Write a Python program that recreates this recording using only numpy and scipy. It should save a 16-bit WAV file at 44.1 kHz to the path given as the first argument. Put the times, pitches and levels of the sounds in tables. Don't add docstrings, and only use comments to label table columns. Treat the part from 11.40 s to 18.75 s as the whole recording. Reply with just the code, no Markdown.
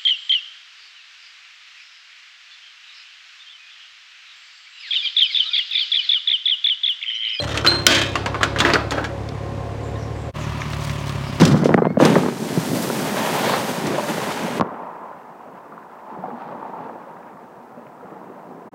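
import sys
import numpy as np
from scipy import signal
from scipy.fft import rfft, irfft, next_fast_len
from scipy.io import wavfile
from scipy.ndimage import uniform_filter1d

SR = 44100
rng = np.random.default_rng(int(sys.argv[2]) if len(sys.argv) > 2 else 0)


def waveform_to_disk(signal):
    frames = np.transpose(np.atleast_2d(signal))
    scaled = np.clip(frames, -1, 1) * 32767
    samples = np.round(scaled).astype(np.int16)
    wavfile.write(sys.argv[1], SR, samples)


N = 324090
T = np.arange(N) / SR

# f/Hz, relative level/dB
HISS_TONE = [(100, 18), (4000, 1), (8000, -1), (11000, -5), (14000, -2), (16000, 0)]
WAVE_TONE = [(24, -49), (40, -54), (119, -12), (174, -1), (249, 2.5), (295, -0.5), (443, 0), (559, -4.5),
             (750, -3.5), (980, -52), (1650, -120)]
FOAM_TONE = [(300, -25.5), (520, -4.5), (660, -3.5), (780, 0), (920, -4.5), (1150, -5), (1300, -7.5),
             (1600, -18.5), (2200, -36.5), (4000, -59)]
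FIZZ_TONE = [(800, -20), (1300, 2), (1700, 1), (2200, -7.5), (3000, -17), (4000, -25.5), (6000, -33.5),
             (9000, -56)]
RUMBLE_TONE = [(25, -47), (45, -12), (80, -14.5), (120, 0), (167, 3.5), (260, -2), (430, -12.5), (600, -18),
               (960, -22), (1350, -22), (2200, -35.5), (3500, -60.5)]
SCRAPE_TONE = [(1180, -7.5), (2000, -2.5), (2310, -8), (3130, -5), (5270, -11.5), (7580, -16), (13100, -33),
               (15000, -33.5)]
JET_TONE = [(1200, -19.5), (3000, 6), (4000, 3), (7000, -2.5), (10000, -10), (15000, -22.5)]
CHURN_TONE = [(21, -66), (35, -36), (86, -10), (158, 1.5), (244, 3.5), (314, -2), (388, -2), (451, -5),
              (587, -12), (700, -14), (910, -26), (1540, -120)]
DROP_TONE = [(240, -24), (400, -1), (454, -2), (591, 1.5), (686, -2.5), (912, 0), (1180, -7), (1790, -8.5),
             (2150, -11.5), (3280, -19), (5000, -35.5), (6500, -24), (11000, -120)]
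MIST_TONE = [(1760, -16.5), (3000, -3), (4760, -0.5), (8630, -4.5), (14000, -18), (15600, -21.5)]
# t/s, relative wave level/dB, relative foam level/dB
POOL_LEVELS = [(3.27, -36, -30.5), (3.52, -46.5, -34), (3.85, -50, -39.5), (4.15, -46.5, -40.5),
               (4.62, -52, -41.5), (4.71, -46, -36.5), (4.76, -40.5, -38.5), (4.87, -41, -34.5),
               (5.4, -40.5, -35.5), (6.0, -47, -42.5), (6.55, -49, -42.5), (6.82, -43, -40),
               (7.25, -44.5, -42.5)]
# t/s, f/Hz, level/dB
HULL_HOLLOW = [(3.27, 980, -38.5), (3.6, 960, -39), (3.85, 955, -47), (4.4, 970, -47), (4.6, 930, -47.5),
               (4.68, 920, -39.5), (4.86, 900, -37), (5.15, 880, -40), (5.36, 904, -39), (5.65, 920, -43),
               (6.0, 927, -50), (7.25, 946, -50)]
# t/s, peak level/dB, f/Hz, t60/s (the time to fade by 60 dB)
WATER_PLOPS = [(2.095, -12.5, 1000, .022), (2.139, -9, 1040, 0.031), (2.474, -21, 345, .09),
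               (2.498, -15.5, 232, 0.13), (2.543, -16, 345, 0.081), (2.581, -13, 595, 0.054),
               (2.586, -17, 860, 0.046), (2.594, -19, 975, .07), (2.632, -16, 576, 0.081),
               (2.693, -17.5, 312, .09), (2.698, -18.5, 199, 0.085), (2.816, -19, 1037, .06),
               (3.042, -16.5, 185, 0.11), (3.048, -20, 330, .07), (3.246, -21, 450, 0.043),
               (3.63, -27, 1030, 0.036), (3.713, -28, 577, .04), (4.085, -30.5, 650, .04),
               (4.322, -30.5, 1170, .05), (4.378, -27, 1110, .035), (4.427, -37, 1500, .015),
               (4.747, -29.5, 1006, 0.076), (4.784, -30, 181, 0.21), (4.838, -18, 742, 0.093),
               (4.858, -31, 1020, .06), (4.882, -25, 468, 0.08), (4.904, -29, 1160, .05),
               (4.93, -28, 230, .14), (5.227, -21, 930, 0.027), (5.295, -26, 664, .035),
               (5.335, -23.5, 873, 0.087), (5.495, -20.5, 730, 0.028), (5.768, -33, 1300, .02),
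               (5.97, -34, 1120, .05), (6.372, -32.5, 233, 0.11), (6.378, -32.5, 570, 0.071),
               (6.468, -39, 2200, .012), (6.72, -28, 310, 0.089), (6.899, -29, 380, 0.065)]
# t/s, peak level/dB, f/Hz, relative click level/dB
MIC_KNOCKS = [(3.198, -5.5, 487, -19), (3.2104, -2.5, 760, -11.5), (3.214, -4.5, 229, -60),
              (3.2236, -9, 610, -60)]
# f/Hz, width/Hz, relative level/dB
SHELL_NOTES = [(2400, 34, 0), (3250, 56, -4.5), (3510, 65, -9), (3720, 30, -1.5), (4550, 48, -0.5),
               (4530, 69, -8), (4960, 41, 4.5), (5310, 83, 3.5), (5870, 43, 5), (6180, 46, -4),
               (7400, 49, -8.5), (8630, 40, -7)]
# t/s, length/s, starting f/Hz, level/dB
RAMP_SQUEAKS = [(0.21, 0.057, 1975, -34), (0.387, 0.12, 1987, -43), (0.462, 0.076, 2060, -43.5),
                (0.536, 0.055, 2090, -50)]
# t/s, relative level/dB, t60/s
WATER_JETS = [(0.0103, -7, 0.039), (0.0514, -5, 0.04), (0.0763, -17.5, 0.085), (0.173, -28, 0.12),
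              (0.242, -24.5, 0.23), (.3415, -17.5, 0.0098), (0.61, -19.5, .06), (0.6507, -5, 0.032),
              (.6994, -22, .06), (2.0924, -19, 0.043), (2.467, -15.5, 0.036)]
# t/s, peak level/dB
HULL_SLAPS = [(0.377, -10), (.382, -9.5), (.388, -11.5), (.401, -21), (0.423, -19), (.446, -16),
              (.571, -27), (.625, -11), (.634, -12), (.662, -15), (.671, -14), (.758, -11), (.763, -11),
              (.784, -17), (.791, -17), (.835, -17), (.885, -17)]
# f/Hz, t60/s, relative level/dB
POCKET_NOTES = [(823, 0.033, 0.5), (1216, 0.027, -1.5), (1450, 0.015, -8)]
# t/s, f/Hz, level/dB
SPRAY_CREST = [(1.68, 2400, -80), (1.79, 2700, -36), (1.92, 2900, -46), (2.02, 3200, -36),
               (2.09, 3900, -35), (2.15, 4200, -33), (2.2, 4000, -47), (2.35, 3800, -80)]
# t/s, relative drop level/dB, relative mist level/dB
FALLING_SPRAY = [(0.95, -40, -41.5), (1.1, -32, -38), (1.42, -31.0, -33.5), (1.7, -27, -35.5),
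                 (1.98, -23, -33.5), (2.14, -21.5, -34.5), (2.28, -28, -35.5), (2.54, -28.5, -40),
                 (2.68, -28, -36.5), (2.74, -26.5, -36.5), (3.17, -29, -41.5)]
# t/s, half length/s, level/dB
WATER_SURGES = [(1.172, 0.019, -25.5), (1.325, 0.05, -22), (1.632, 0.61, -27), (2.502, 0.09, -25),
                (3.09, 0.032, -35)]
# f/Hz, t60/s, relative level/dB
HULL_NOTES = [(118.3, 0.23, -26.5), (166, 0.09, -10), (257, 0.04, -3), (362, 0.021, -2.5),
              (497, 0.018, 3.5), (670, 0.012, 1), (990, 0.0095, 0), (1400, 0.0097, -8), (1880, 0.01, -12)]
# t/s, peak level/dB, brightness/dB, damping t60/s
HULL_BLOWS = [(.009, -3, -44.5, 0.22), (.019, -2.5, -2, .2), (.145, -6.5, -12, .08),
              (.226, -15, -18, 0.047), (.235, -8, -19.5, 0.067), (.257, -0.5, -22, 0.047),
              (.292, -5, -17, .05), (0.305, -8.5, -19, 0.066), (.318, -14, -8, .03), (.329, -12, -8, .03),
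              (0.342, -1.5, 6, 0.0084), (0.3447, 0.5, -23.5, 0.025), (.378, -7, -27, 0.056),
              (.387, -7.5, -23, .06), (0.4202, -4.5, -24, 0.046), (.433, -16, -13, 0.018),
              (.453, -5, -14, 0.091), (.468, -3.5, -20, .025), (.4705, -3.5, -21, 0.014),
              (.504, -13, -29, .06), (.571, -4.5, -28, 0.028), (.576, -9, -22, 0.022),
              (.601, -1.5, -8, 0.046), (.611, -3, -21, .035), (.622, -0.5, -19, 0.059),
              (0.652, -5.5, -24, 0.069), (.66, -7.5, -8, .08), (.698, -8.5, -44.5, .12),
              (.738, -15.5, -20, .05), (.755, -6, 7, .06), (.761, -8, -17, .04), (.7655, -2.5, -13, 0.046),
              (.784, -11, -13, .06), (.833, -8.5, -14, 0.074), (.861, -9.5, -11, .06),
              (0.8846, -8, -10.5, 0.036), (1.174, -5, -37, 0.16), (1.332, -10.5, -42, .2),
              (1.501, -9.5, -1, .06), (2.137, -6.5, 8, .04)]

HIT_S, COVERED_S = 0.5953, 3.195
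WAVE_BACK_S, DROPOUT_S = 3.7, (7.285, 7.325)


def undb(db):
    return 10 ** (np.asarray(db) / 20)


def unit(x):
    return x / np.sqrt(np.mean(x ** 2))


def peak(x, db):
    return undb(db) * x / np.abs(x).max()


def curves(table):
    times, *columns = np.transpose(table)
    return [np.interp(T, times, column) for column in columns]


def opens(at, fade_s):
    return np.clip((T - at) / fade_s + .5, 0, 1)


def fading(t, t60):
    return np.exp(-np.log(1000) * t / max(t60, 1e-3))


def note(t, hz, t60):
    return np.sin(2 * np.pi * hz * t) * fading(t, t60)


def add(out, at, sound):
    i = int(np.clip(at * SR, 0, N - 1))
    out[i:i + len(sound)] += sound[:N - i]


def band(x, low_hz, high_hz):
    return signal.sosfilt(signal.butter(3, [low_hz, high_hz], "band", fs=SR, output="sos"), x)


def shaped(x, tone):
    hz, db = np.transpose(tone)
    size = next_fast_len(2 * len(x), True)
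    size += size % 2
    f = np.maximum(np.arange(size // 2 + 1) * SR / size, 1)
    cepstrum = irfft(np.log(undb(np.interp(np.log(f), np.log(hz), db))))
    cepstrum[1:size // 2] *= 2
    cepstrum[size // 2 + 1:] = 0
    return unit(irfft(rfft(x, size) * np.exp(rfft(cepstrum)))[:len(x)])


def walk(rate):
    step = max(int(SR / rate), 2)
    return 1.3 * uniform_filter1d(np.repeat(rng.standard_normal(N // step + 1), step), step)[:N]


def patter(rate, spread_db):
    sizes = undb(spread_db * np.minimum(rng.exponential(size=N), 5)) * rng.choice([-1, 1], N)
    return unit(sizes * (rng.random(N) < rate / SR))


def bubbles(count, low_hz, high_hz, cycles, spread_db):
    out = np.zeros(N)
    for when, pitch, size, flip in rng.random((count, 4)):
        hz = low_hz * (high_hz / low_hz) ** pitch
        life = cycles / hz
        t = T[:int(life * SR)]
        ring = note(t, hz * (1 + 0.081 * t / life), life)
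        gain = np.sign(flip - .5) * undb(-spread_db * np.log(size + 0.025))
        add(out, when * T[-1], gain * ring)
    return unit(out)


def resonance(table, width_hz, rate):
    hz, db = curves(table)
    turning = np.exp(2j * np.pi * np.cumsum(hz) / SR)
    smoothing = signal.butter(3, width_hz / 2, fs=SR, output="sos")
    rung = turning * signal.sosfilt(smoothing, patter(rate, spread_db=1.5) / turning)
    return unit(rung.real) * undb(db)


def microphone_hiss():
    return shaped(rng.standard_normal(N), HISS_TONE) * undb(-62)


def wash():
    wave_db, foam_db = curves(POOL_LEVELS)
    stir_db = foam_db + 39
    waves = shaped(patter(1200, spread_db=2), WAVE_TONE)
    waves += undb(-9.5) * bubbles(550, 139, 706, cycles=22, spread_db=5)
    foam = shaped(patter(4500, spread_db=2), FOAM_TONE)
    foam += undb(-9) * bubbles(900, 590, 1210, cycles=40, spread_db=4.5)
    fizz = shaped(patter(4000, spread_db=1.5), FIZZ_TONE)
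    fizz += undb(-10) * bubbles(1400, 1430, 2800, cycles=30, spread_db=0.5)
    small_plops = bubbles(60, 447, 1400, cycles=40, spread_db=1.8)
    foam = undb(-4) * foam + undb(-13.5) * small_plops
    lapping_db = walk(22)
    water = waves * undb(wave_db + 1.5 + 1.5 * walk(16)) + foam * undb(foam_db + lapping_db / 2)
    water += resonance(HULL_HOLLOW, width_hz=197, rate=3000)
    water = band(water, 95, 3000) + fizz * undb(-54 + 0.8 * stir_db + lapping_db)
    spatter = unit(band(patter(1400, spread_db=4), 2000, 4340))
    water += spatter * undb(-76.5 + 2 * stir_db + lapping_db) * opens(WAVE_BACK_S, .2)
    return water * opens(COVERED_S, 0.012)


def plops():
    out, t = np.zeros(N), T[:SR // 6]
    for at, db, hz, t60 in WATER_PLOPS:
        air = note(t, hz * (1 + 0.68 * t), t60)
        burst = rng.standard_normal(len(t)) * fading(t, 0.023)
        slap = peak(band(burst, 0.62 * hz, hz + 450), db=-3.5)
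        add(out, at, peak(band(air + slap, 126, hz + 900), db))
    return out


def knocks():
    out, t = np.zeros(N), T[:SR // 8]
    for at, db, hz, click_db in MIC_KNOCKS:
        ring = note(t, hz, t60=0.0085)
        opening = undb(-1.5) * note(t, hz=1040, t60=0.0097)
        thump = undb(-2) * note(t, hz=180, t60=0.019)
        click = band(undb(click_db + 9.5) * fading(t, 0.00073), 300, 5000)
        add(out, at, peak(band(ring + opening + thump, 122, 1660) + click, db))
    return out


def shell(hiss, direct_db):
    rung = sum(undb(db) * signal.lfilter(*signal.iirpeak(hz, hz / width, fs=SR), hiss)
               for hz, width, db in SHELL_NOTES)
    return undb(direct_db) * hiss + undb(0.5) * rung


def squeaks(rise=0.058):
    out = np.zeros(N)
    waver, flutter = 1 + .01 * walk(500), undb(2.2 * walk(200.3))
    for at, length, hz, db in RAMP_SQUEAKS:
        along = np.linspace(0, 1, int(length * SR))
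        pitch = hz * (1 + rise * np.sin(along * np.pi * 2 / 3)) * waver[:len(along)]
        phase = 2 * np.pi * np.cumsum(pitch) / SR
        tone = np.sin(phase) + undb(-17) * np.sin(2 * phase)
        add(out, at, tone * np.sin(np.pi * along) * undb(db))
    return out * flutter


def ramp():
    rumble_db = -9 - 35.5 * T
    scrape_db = np.maximum(-24 - 89 * T, -63)
    rumble = shaped(patter(900, spread_db=1), RUMBLE_TONE) * undb(rumble_db)
    scrape = shaped(patter(6000, spread_db=2), SCRAPE_TONE) * undb(scrape_db + 2 * walk(92.5))
    return (rumble + shell(scrape, direct_db=0) + squeaks()) * (1 - opens(HIT_S, 0.014))


def jets(attack_s=0.0011):
    strength, t = np.zeros(N), T[:SR // 4]
    for at, db, t60 in WATER_JETS:
        add(strength, at, undb(db - 9.5) * fading(t, t60) * np.minimum(t / attack_s, 1))
    return shell(strength * shaped(rng.standard_normal(N), JET_TONE), direct_db=0.5)


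def slaps():
    out, t = np.zeros(N), T[:SR // 10]
    for at, db in HULL_SLAPS:
        ring = sum(undb(note_db) * note(t, hz * (1 + 0.028 * rng.standard_normal()), t60)
                   for hz, t60, note_db in POCKET_NOTES)
        add(out, at, peak(band(ring, 400, 2600), db))
    return out


def crest():
    gate = opens(SPRAY_CREST[0][0], .02) - opens(SPRAY_CREST[-1][0], .02)
    return resonance(SPRAY_CREST, width_hz=1300, rate=5500) * gate


def slam(db, fade_db_per_s, build_db=5, attack_s=0.043, fade_from_s=0.058):
    since = T - HIT_S
    building = build_db * np.clip(1 - since / attack_s, 0, 1)
    return db - building - fade_db_per_s * np.maximum(since - fade_from_s, 0)


def splash():
    falling_db, haze_db = curves(FALLING_SPRAY)
    surge_power = sum(undb(db) ** 2 * np.exp(-((T - at) / half) ** 2) for at, half, db in WATER_SURGES)
    surge_db = 10 * np.log10(undb(-31.5) ** 2 + surge_power)
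    churn_db = np.maximum(slam(-14.5, fade_db_per_s=47), surge_db)
    drop_db = np.maximum(slam(-20.5, fade_db_per_s=51.5), falling_db - .2)
    mist_db = np.maximum(slam(-36, fade_db_per_s=25), haze_db - .5)
    tick_db = -11.5 + 0.07 * (falling_db + 28)
    fine_db = -7 + 0.8 * (haze_db + 37)
    churn = shaped(patter(1200, spread_db=2), CHURN_TONE)
    churn += undb(-22) * bubbles(600, 143, 586, cycles=7.4, spread_db=0)
    drops = shaped(patter(5000, spread_db=2), DROP_TONE)
    drops += undb(-9) * bubbles(2500, 514, 3190, cycles=14, spread_db=-1)
    drops += undb(tick_db) * unit(band(patter(4000, spread_db=2.5), 1400, 4010))
    mist = shaped(patter(16000, spread_db=3.5), MIST_TONE)
    mist += undb(fine_db) * unit(band(patter(11500, spread_db=4), 7960, 15900))
    sheets = walk(35.07)
    body = band(churn * undb(churn_db + 1.24 * walk(20)), 95, 1500)
    spray = drops * undb(drop_db + 1.1 * sheets) + mist * undb(mist_db + 0.5 * sheets)
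    return (body + spray) * opens(HIT_S, 0.024) * (1 - opens(COVERED_S, 0.02))


def blows(rattle_t60=0.026, rebound_s=0.0046, rebound_share=0.54):
    out, t = np.zeros(N), T[:SR // 5]
    for at, db, bright_db, damping_t60 in HULL_BLOWS:
        db_per_octave = 0.54 * (bright_db + 8)
        ring = 0
        for hz, t60, note_db in HULL_NOTES:
            gain = undb(note_db + db_per_octave * np.log2(hz / 400) + 0.39 * rng.standard_normal())
            pitch = hz * (1 + 0.029 * rng.standard_normal())
            ring += gain * note(t, pitch, t60) * rng.choice([-1, 1])
        push = 0.074 * rng.standard_normal(len(t)) * fading(t, rattle_t60)
        push[0] += 1
        push[int(rebound_s * rng.uniform(.7, 1.3) * SR)] += rebound_share
        knock = signal.fftconvolve(push, ring)[:len(t)] * fading(t, damping_t60)
        add(out, at, peak(band(knock, 148.6, 3500), db))
    return out


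def scene():
    hiss = microphone_hiss()
    boat = ramp() + blows() + slaps()
    water = jets() + splash() + crest() + knocks() + plops()
    dropout = opens(DROPOUT_S[0], 0.017) - opens(DROPOUT_S[1], 0.02)
    return (boat + water + (wash() + hiss) * (1 - dropout))[None]


def record(dry, bass_hz=75, top_hz=15750):
    clipped = np.clip(dry, -.95, .95)
    thin = signal.sosfilt(signal.butter(2, bass_hz, "high", fs=SR, output="sos"), clipped)
    return signal.sosfilt(signal.ellip(10, .2, 80, top_hz, fs=SR, output="sos"), thin)


dry = scene()
out = record(dry)
waveform_to_disk(out)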